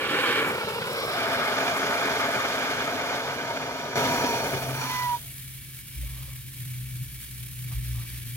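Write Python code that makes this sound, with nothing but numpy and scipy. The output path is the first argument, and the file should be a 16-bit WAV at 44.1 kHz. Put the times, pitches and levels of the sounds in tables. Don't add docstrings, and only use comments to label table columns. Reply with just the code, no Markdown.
import sys
import numpy as np
from scipy import signal
from scipy.fft import rfft, irfft, next_fast_len
from scipy.io import wavfile
from scipy.ndimage import uniform_filter1d

SR = 44100
rng = np.random.default_rng(int(sys.argv[2]) if len(sys.argv) > 2 else 0)


def generate_wav(signal):
    frames = np.transpose(np.atleast_2d(signal))
    scaled = np.clip(frames, -1, 1) * 32767
    pcm = np.round(scaled).astype(np.int16)
    wavfile.write(sys.argv[1], SR, pcm)


N = 368676
TIME = np.arange(N) / SR
FFT_SIZE = 2 * next_fast_len(N // 2 + 1)
FREQ = np.maximum(np.fft.rfftfreq(FFT_SIZE, 1 / SR), 1)
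SIDES = np.array([[1], [-1]])
CUTOFF_HZ = 15900
CRUCIBLE_LAG_S, AIR_LAG_S, FLAME_LAG_S, HISS_LAG_S = 0.0001, 0.00016, 0.00013, 0.00006

# time_s, place (0 crucible, 1 open air, 2 lowered, 3 ground), echo_delay_s, echo_gain
SWING = [(.41, 0.0, 0.004, .03), (.57, 0.87, 0.0042, .18), (.76, 1.0, 0.0044, 0.3), (.87, 1, .0042, 0.18),
         (.97, 2, 0.0039, .15), (1.09, 2, .0032, .17), (1.19, 3, 0.0026, 0.09), (1.33, 3, .0025, .02)]
# pitch_hz, likeness (0 to 1)
LIKENESS = [(60, 0.95), (900, 1), (2500, 0.78), (5000, 0.67), (8000, 0.04), (15000, 0.2)]
# pitch_hz, likeness (0 to 1)
HISS_LIKENESS = [(170, 0.87), (300, 0.26), (1000, 0.2), (2300, 1), (5000, 0.5), (10000, 0)]


def from_db(db):
    return 10 ** (np.asarray(db) / 20)


def rms_one(x):
    return x / np.sqrt(np.mean(np.atleast_2d(x).mean(0) ** 2) + 1e-20)


def in_time(rows):
    times, *columns = np.transpose(rows)
    return [np.interp(TIME, times, column) for column in columns]


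def at_hz(points):
    hz, value = np.transpose(points)
    return np.interp(np.log(FREQ), np.log(hz), value)


def sounding(rows):
    return (TIME >= rows[0][0]) & (TIME <= rows[-1][0])


def ramp(start_s, length_s):
    return np.clip((TIME - start_s) / length_s, 0, 1)


def swell(middle_s, length_s):
    return np.cos(np.pi * np.clip((TIME - middle_s) / length_s, -0.5, 0.5))


def drift(rate_hz):
    stride, warm_up = 40, 2000
    pole = np.exp(-2 * np.pi * stride * rate_hz / SR)
    white = rng.standard_normal(N // stride + warm_up + 2)
    slow = signal.lfilter([1], [1, -2 * pole, pole * pole], white)[warm_up:]
    return np.interp(np.arange(N) / stride, np.arange(len(slow)), rms_one(slow))


def stereo_phase(hz, lead_rad):
    return 2 * np.pi * np.cumsum(hz) / SR + SIDES * lead_rad / 2


def band(x, low_hz, high_hz):
    return irfft(rfft(x, FFT_SIZE) * ((FREQ >= low_hz) & (FREQ < high_hz)))[..., :N]


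def resonances(modes):
    return sum(from_db(db + SIDES * pan_db / 2) ** 2
               / (1 + (np.sqrt(2) - 1) * (2 * (FREQ - hz) / width_hz) ** 2) ** 2
               for hz, width_hz, db, pan_db in modes)


def hollows(dips):
    return from_db(sum(db / (1 + (2 * (FREQ - hz) / width_hz) ** 2) ** 2
                       for hz, width_hz, db in dips)) ** 2


def noise(power, lag_s, likeness=LIKENESS, scatter=0.54, scatter_s=0.0062):
    middle, side = rfft(rng.standard_normal((2, FFT_SIZE)))
    alike = np.clip(at_hz(likeness), 0, 1)
    spectrum = np.sqrt(1 + alike) * middle + SIDES * np.sqrt(1 - alike) * side
    echoes = rng.standard_normal((2, N)) * TIME * np.exp(-TIME / scatter_s)
    echoes = echoes / np.linalg.norm(echoes[0])
    ripple = 1 + scatter * np.minimum(FREQ / 4000, 4000 / FREQ) * rfft(echoes, FFT_SIZE)
    delay = np.exp(1j * np.pi * FREQ * lag_s * SIDES)
    return rms_one(irfft(np.sqrt(power) * ripple * spectrum * delay)[:, :N])


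def place_shares():
    place = np.clip(in_time(SWING)[0], 0, 3)
    return np.array([np.maximum(1 - abs(place - k), 0) for k in range(4)])


def drive_db(aim_db=-3.5, aim_s=0.22, run_down_s=2.295, empty_s=5.385):
    flow = np.maximum(1 - ramp(run_down_s, empty_s - run_down_s), 1e-4)
    return 20 * np.log10(flow) + aim_db * (1 - ramp(0, aim_s))


def flame_bands(shares):
    # pitch_hz, width_hz, level_db, pan_db
    in_crucible = [(290, 60, -0.5, 1), (446, 170, 3, 2), (540, 70, -3.5, -6), (827, 52, 0.5, 1),
                   (1120, 160, 1.5, 1), (1460, 300, 1, -1.5), (1730, 170, 2.5, -4), (2284, 146, 4.5, -1.5),
                   (2790, 110, 0, -4), (3080, 810, -0.5, -2.5), (4200, 510, -10, 0),
                   (5650, 8700, -16.5, -5)]
    in_air = [(176, 110, 0, 1), (440, 125, 4.5, 3), (555, 80, 3, -1), (890, 460, -3.5, -0.5),
              (1390, 310, -2.5, -0.5), (2660, 2000, -8, -1.5), (5500, 1300, -17.5, 3)]
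    lowered = [(432, 85, 1, 4), (570, 280, -2.5, 0), (1180, 310, -3.5, -1), (1560, 150, -6, 0),
               (2260, 270, -6.5, 1.5), (3580, 1200, -12.5, -2), (5300, 930, -15, 0)]
    on_ground = [(267.5, 50.5, -1.3, 2.5), (434, 93, -3, 2.5), (627, 250, -3.5, 2), (677, 72, 0, 1.5),
                 (920, 120, -8.5, -13.5), (1245, 133, -7.5, 12), (1477, 740, -6.5, -1), (1550, 170, -7, 5),
                 (2170, 66, -8, 13), (2362, 112, -7, -7.5), (3200, 730, -13.5, -8.5), (3540, 270, -17, 9),
                 (4330, 460, -17.5, 0.5), (4900, 860, -18, -2.5), (5700, 410, -18.5, -2.5),
                 (6630, 610, -20, -2)]
    # pitch_hz, width_hz, change_db
    ground_dips = [(325, 51, -6), (773, 62, -4.5), (1012, 100, -4.5), (1870, 89, -2.5)]
    colours = [resonances(in_crucible), resonances(in_air), resonances(lowered),
               resonances(on_ground) * hollows(ground_dips)]
    lags_s = [CRUCIBLE_LAG_S, AIR_LAG_S, AIR_LAG_S, FLAME_LAG_S]
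    edges_hz = [(75, 800), (800, 2600), (2600, SR)]
    bands = 0
    for share, colour, lag_s in zip(shares, colours, lags_s):
        burning = noise(colour, lag_s)
        bands += np.sqrt(share) * np.array([rms_one(band(burning, *edges)) for edges in edges_hz])
    return bands


def flame_levels_db(shares):
    # rumble_db, roar_db, rush_db
    place_levels = [(-22, -17, -24.5), (-26, -27, -33.5), (-23.5, -25.5, -31), (-22, -20, -29.5)]
    flow_slopes = [0.84, 1.55, 1.345]
    # middle_s, length_s, rumble_db, roar_db, rush_db
    flares = [(0.5, 0.24, 2, 1.3, -4.5), (4.548, 0.033, 3.6, 2.9, 4)]
    # start_s, length_s, change_db
    retreat = [(4.56, 0.39, -12.5), (4.73, 0.081, 5.5), (4.74, 0.2, 9.5)]
    levels = np.transpose(place_levels) @ shares + np.outer(flow_slopes, drive_db())
    levels += sum(np.outer(db, swell(middle_s, length_s)) for middle_s, length_s, *db in flares)
    levels += np.array([db * ramp(start_s, length_s) for start_s, length_s, db in retreat])
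    going_out_db = np.outer([-5, -11, -6], ramp(start_s=5.15, length_s=0.06))
    return levels + going_out_db


def flame(flicker_db=0.92, flutter_db=0.8, splash_db=0.8, band_flicker_db=0.78, shade_db=-5.5):
    shares = place_shares()
    bands = flame_bands(shares)
    starved = ramp(start_s=3.5, length_s=1.1)
    wobble_db = flicker_db * drift(51) + flutter_db * starved * drift(43.2)
    wobble_db += splash_db * shares[0] * drift(90)
    roar = sum(part * from_db(db + wobble_db + band_flicker_db * drift(34))
               for part, db in zip(bands, flame_levels_db(shares)))
    held = 1 - ramp(start_s=1.48, length_s=0.08)
    roar -= band(roar, 5680, SR) * (1 - from_db(shade_db * held))
    return ground_echoes(roar, airborne=shares[1])


def ground_echoes(roar, airborne, wander=0.022):
    _, delay_s, gain = in_time(SWING)
    delay_s = delay_s * (1 + wander * airborne * drift(8.7))
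    echoes = np.array([np.interp(TIME - delay_s / 2, TIME, side) + np.interp(TIME - delay_s, TIME, side)
                       for side in roar])
    return (roar + gain * echoes) / np.sqrt(1 + 2 * gain ** 2)


def gas_jet(full_flow_db=-37.5, flow_slope=1.56, in_air_db=-1.5, spit_db=5.5, flicker_db=1.43):
    # pitch_hz, width_hz, level_db, pan_db
    humps = [(7400, 1800, -1.5, -5), (10220, 1700, -0.5, 4), (12700, 3100, 0, 0)]
    jet = noise(resonances(humps), FLAME_LAG_S)
    db = full_flow_db + flow_slope * drive_db() + in_air_db * place_shares()[1]
    db += spit_db * swell(middle_s=0.483, length_s=0.069)
    return jet * from_db(db + flicker_db * drift(50))


def tube_rush(boost_db=5.5):
    # time_s, level_db
    levels = [(2.9, -48), (3.6, -42), (4.3, -41), (4.74, -51), (4.81, -41.5), (4.99, -46.5), (5.18, -58.5)]
    # pitch_hz, width_hz, level_db, pan_db
    modes = [(250, 58, 10.5, 4.5), (907, 81, 14, -9), (2410, 135, 11, 0.5), (4420, 260, 5, -4),
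             (5680, 220, 5.5, -3), (5950, 92, 8, 1), (7070, 260, -1, -8)]
    rush = noise(resonances(modes), FLAME_LAG_S)
    return rush * sounding(levels) * from_db(in_time(levels)[0] + boost_db + drift(42))


def tube_tone(waver_hz=16, flicker_db=4.3, pan_db=-3.5):
    # time_s, pitch_hz, level_db
    note = [(2.9, 996, -52), (3.25, 969.4, -34), (3.6, 941, -36), (3.97, 965.6, -34.5), (4.2, 958, -35),
            (4.39, 934, -32.5), (4.5, 911.4, -49)]
    hz, db = in_time(note)
    gain = sounding(note) * from_db(db + flicker_db * drift(28) + SIDES * pan_db / 2)
    return np.sqrt(2) * gain * np.sin(stereo_phase(hz + waver_hz * drift(40.7), lead_rad=0.71))


def tube_whistle(waver_hz=2.3, flicker_db=0.5, pan_db=-4.5, third_vs_second_db=-16):
    # time_s, pitch_hz, level_db, overtone_db (relative to the main note)
    note = [(4.75, 1028, -52, -12), (4.86, 1006, -39, -14), (4.93, 1002, -33.5, -4.5),
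            (5.055, 980, -29, -8), (5.095, 970, -27, -26), (5.148, 957, -25.5, -24), (5.185, 944, -51, -30)]
    hz, db, overtone_db = in_time(note)
    phase = stereo_phase(hz + waver_hz * drift(40), lead_rad=0.71)
    overtones = np.sin(2 * phase) + from_db(third_vs_second_db) * np.sin(3 * phase)
    gain = sounding(note) * from_db(db + flicker_db * drift(28) + SIDES * pan_db / 2)
    return np.sqrt(2) * gain * (np.sin(phase) + from_db(overtone_db) * overtones)


def thin_hiss(body_db=-51, top_rustle_db=-3, top_pan_db=0.5, body_pan_db=-1,
              flicker_db=1.34, sway_db=0.5):
    # pitch_hz, level_db
    colour = [(300, -8), (700, -20), (1400, -10.5), (2000, -5), (3200, -2.5), (4800, -7), (7500, -6.5),
              (8800, -2), (11000, 0.5), (15800, -1.5)]
    # pitch_hz, width_hz, level_db, pan_db
    peaks = [(1730, 140, 0.5, -10.5), (2290, 95, 7.5, -0.5)]
    # time_s, level_db
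    top_levels = [(3.9, -53), (4.02, -46), (5.0, -44.5), (5.7, -47.5), (8.36, -46)]
    # middle_s, length_s, level_db
    rustles = [(6.2, 0.53, -57), (8.018, 0.92, -50.5)]
    hiss = noise(from_db(at_hz(colour)) ** 2 * (1 + resonances(peaks)), HISS_LAG_S, HISS_LIKENESS)
    rustle = sum(from_db(db) * swell(middle_s, length_s) for middle_s, length_s, db in rustles)
    body = rms_one(band(hiss, 0, 6000)) * from_db(SIDES * body_pan_db / 2)
    body *= np.hypot(from_db(body_db), rustle)
    top = rms_one(band(hiss, 6000, CUTOFF_HZ)) * from_db(SIDES * top_pan_db / 2)
    top *= np.hypot(from_db(in_time(top_levels)[0]), from_db(top_rustle_db) * rustle)
    return (top + body) * from_db(flicker_db * drift(75) + sway_db * drift(10.4))


def hum(tone_db=-1.1, rough_db=-2, rumble_db=-47, rumble_follows=0.29,
        waver_hz=2.45, uneven_db=1.4, pan_db=1):
    # time_s, level_db
    levels = [(3.96, -36.5), (4.51, -47), (4.55, -29), (4.63, -37), (4.72, -33), (4.98, -41.5),
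              (5.3, -47.5), (5.55, -44.5), (5.85, -53), (6.0, -41), (6.22, -40), (6.27, -51), (6.35, -36.5),
              (6.41, -46), (6.5, -37), (6.55, -51), (6.6, -32), (6.66, -39), (6.7, -34), (6.87, -36.5),
              (7.02, -31.5), (7.1, -41.5), (7.25, -50), (7.44, -36), (7.51, -46), (7.56, -36.5),
              (7.98, -31), (8.07, -41), (8.28, -35.5), (8.36, -35)]
    # time_s, pitch_hz
    pitches = [(5.6, 130.5), (6.8, 125.1), (7.8, 121)]
    # pitch_hz, level_db
    colour = [(20, -14), (85, -1), (140, 6), (185, -8), (230, -8), (320, -13), (390, -25.5), (900, -55)]
    db, = in_time(levels)
    phase = stereo_phase(in_time(pitches)[0] + waver_hz * drift(20.2), lead_rad=0.3)
    tone = np.sqrt(2) * np.sin(phase) * from_db(tone_db + uneven_db * drift(22))
    slow_swell_db = uniform_filter1d(db - db.mean(), size=SR // 5)
    rumble = noise(from_db(at_hz(colour)) ** 2, HISS_LAG_S, HISS_LIKENESS)
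    rumble *= from_db(rumble_db + rumble_follows * slow_swell_db)
    rough = from_db(rough_db) * noise(resonances([(133.4, 39, 0, 0)]), FLAME_LAG_S)
    clear = ramp(start_s=4.45, length_s=0.2)
    return from_db(db + SIDES * pan_db / 2) * (clear * tone + (1 - clear) * rough) + rumble


def throb(pitch_hz=60, waver_hz=3.24, thud_trim_db=-2.5, rise_s=0.019, uneven_db=2.3, rumble_db=-58):
    # time_s, level_db
    levels = [(6.5, -60), (6.95, -46.5), (8.36, -56)]
    # start_s, level_db, hold_s, fade_s (time to fall 60 dB)
    thuds = [(5.954, -31.5, 0.11, 0.73), (6.183, -43, 0.067, 0.49), (7.742, -27.5, 0.033, 0.33),
             (7.852, -32.5, 0.089, 0.39), (8.096, -38, .04, 0.3)]
    lift = 0
    for start_s, db, hold_s, fade_s in thuds:
        fallen_db = 60 * np.maximum(TIME - start_s - hold_s, 0) / fade_s
        lift += ramp(start_s, rise_s) * from_db(db + thud_trim_db - fallen_db)
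    tone = np.sqrt(2) * np.sin(stereo_phase(pitch_hz + waver_hz * drift(19.5), lead_rad=0.47))
    rumble = from_db(rumble_db) * noise(resonances([(58, 38, 0, 0)]), HISS_LAG_S)
    gain = np.hypot(from_db(in_time(levels)[0]), lift) * from_db(uneven_db * drift(29))
    return rumble + band(tone * gain, 40, 92)


def knocks(fade_s=0.07, rise_s=0.003):
    # start_s, level_db, pitch_hz
    touches = [(5.983, -44, 270), (6.031, -45, 570), (6.182, -52, 575), (6.279, -48, 550)]
    out = np.zeros((2, N))
    age = np.arange(SR // 4) / SR
    shape = from_db(-60 * age / fade_s) * (1 - np.exp(-age / rise_s))
    for start_s, db, hz in touches:
        start = round(start_s * SR)
        out[:, start:start + len(age)] += from_db(db) * shape * np.sin(2 * np.pi * hz * age)
    return out


def scrapes(grit_db=1.5):
    # middle_s, length_s, level_db
    strokes = [(6.203, 0.43, -65), (7.725, 0.051, -58), (8.0, .14, -60)]
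    # pitch_hz, width_hz, level_db, pan_db
    modes = [(740, 350, -6.5, 0), (1140, 190, 1, 0)]
    rubbing = noise(resonances(modes), HISS_LAG_S)
    gain = sum(from_db(db) * swell(middle_s, length_s) for middle_s, length_s, db in strokes)
    return rubbing * gain * from_db(grit_db * drift(80))


def scene():
    torch = flame() + gas_jet() + tube_rush() + tube_tone() + tube_whistle()
    return torch + thin_hiss() + hum() + throb() + knocks() + scrapes() + scrapes()


def record(dry):
    step_s, step_db = 3.956, 10
    return band(dry * from_db(-step_db * (TIME < step_s)), 24, CUTOFF_HZ)


dry = scene()
out = record(dry)
generate_wav(out)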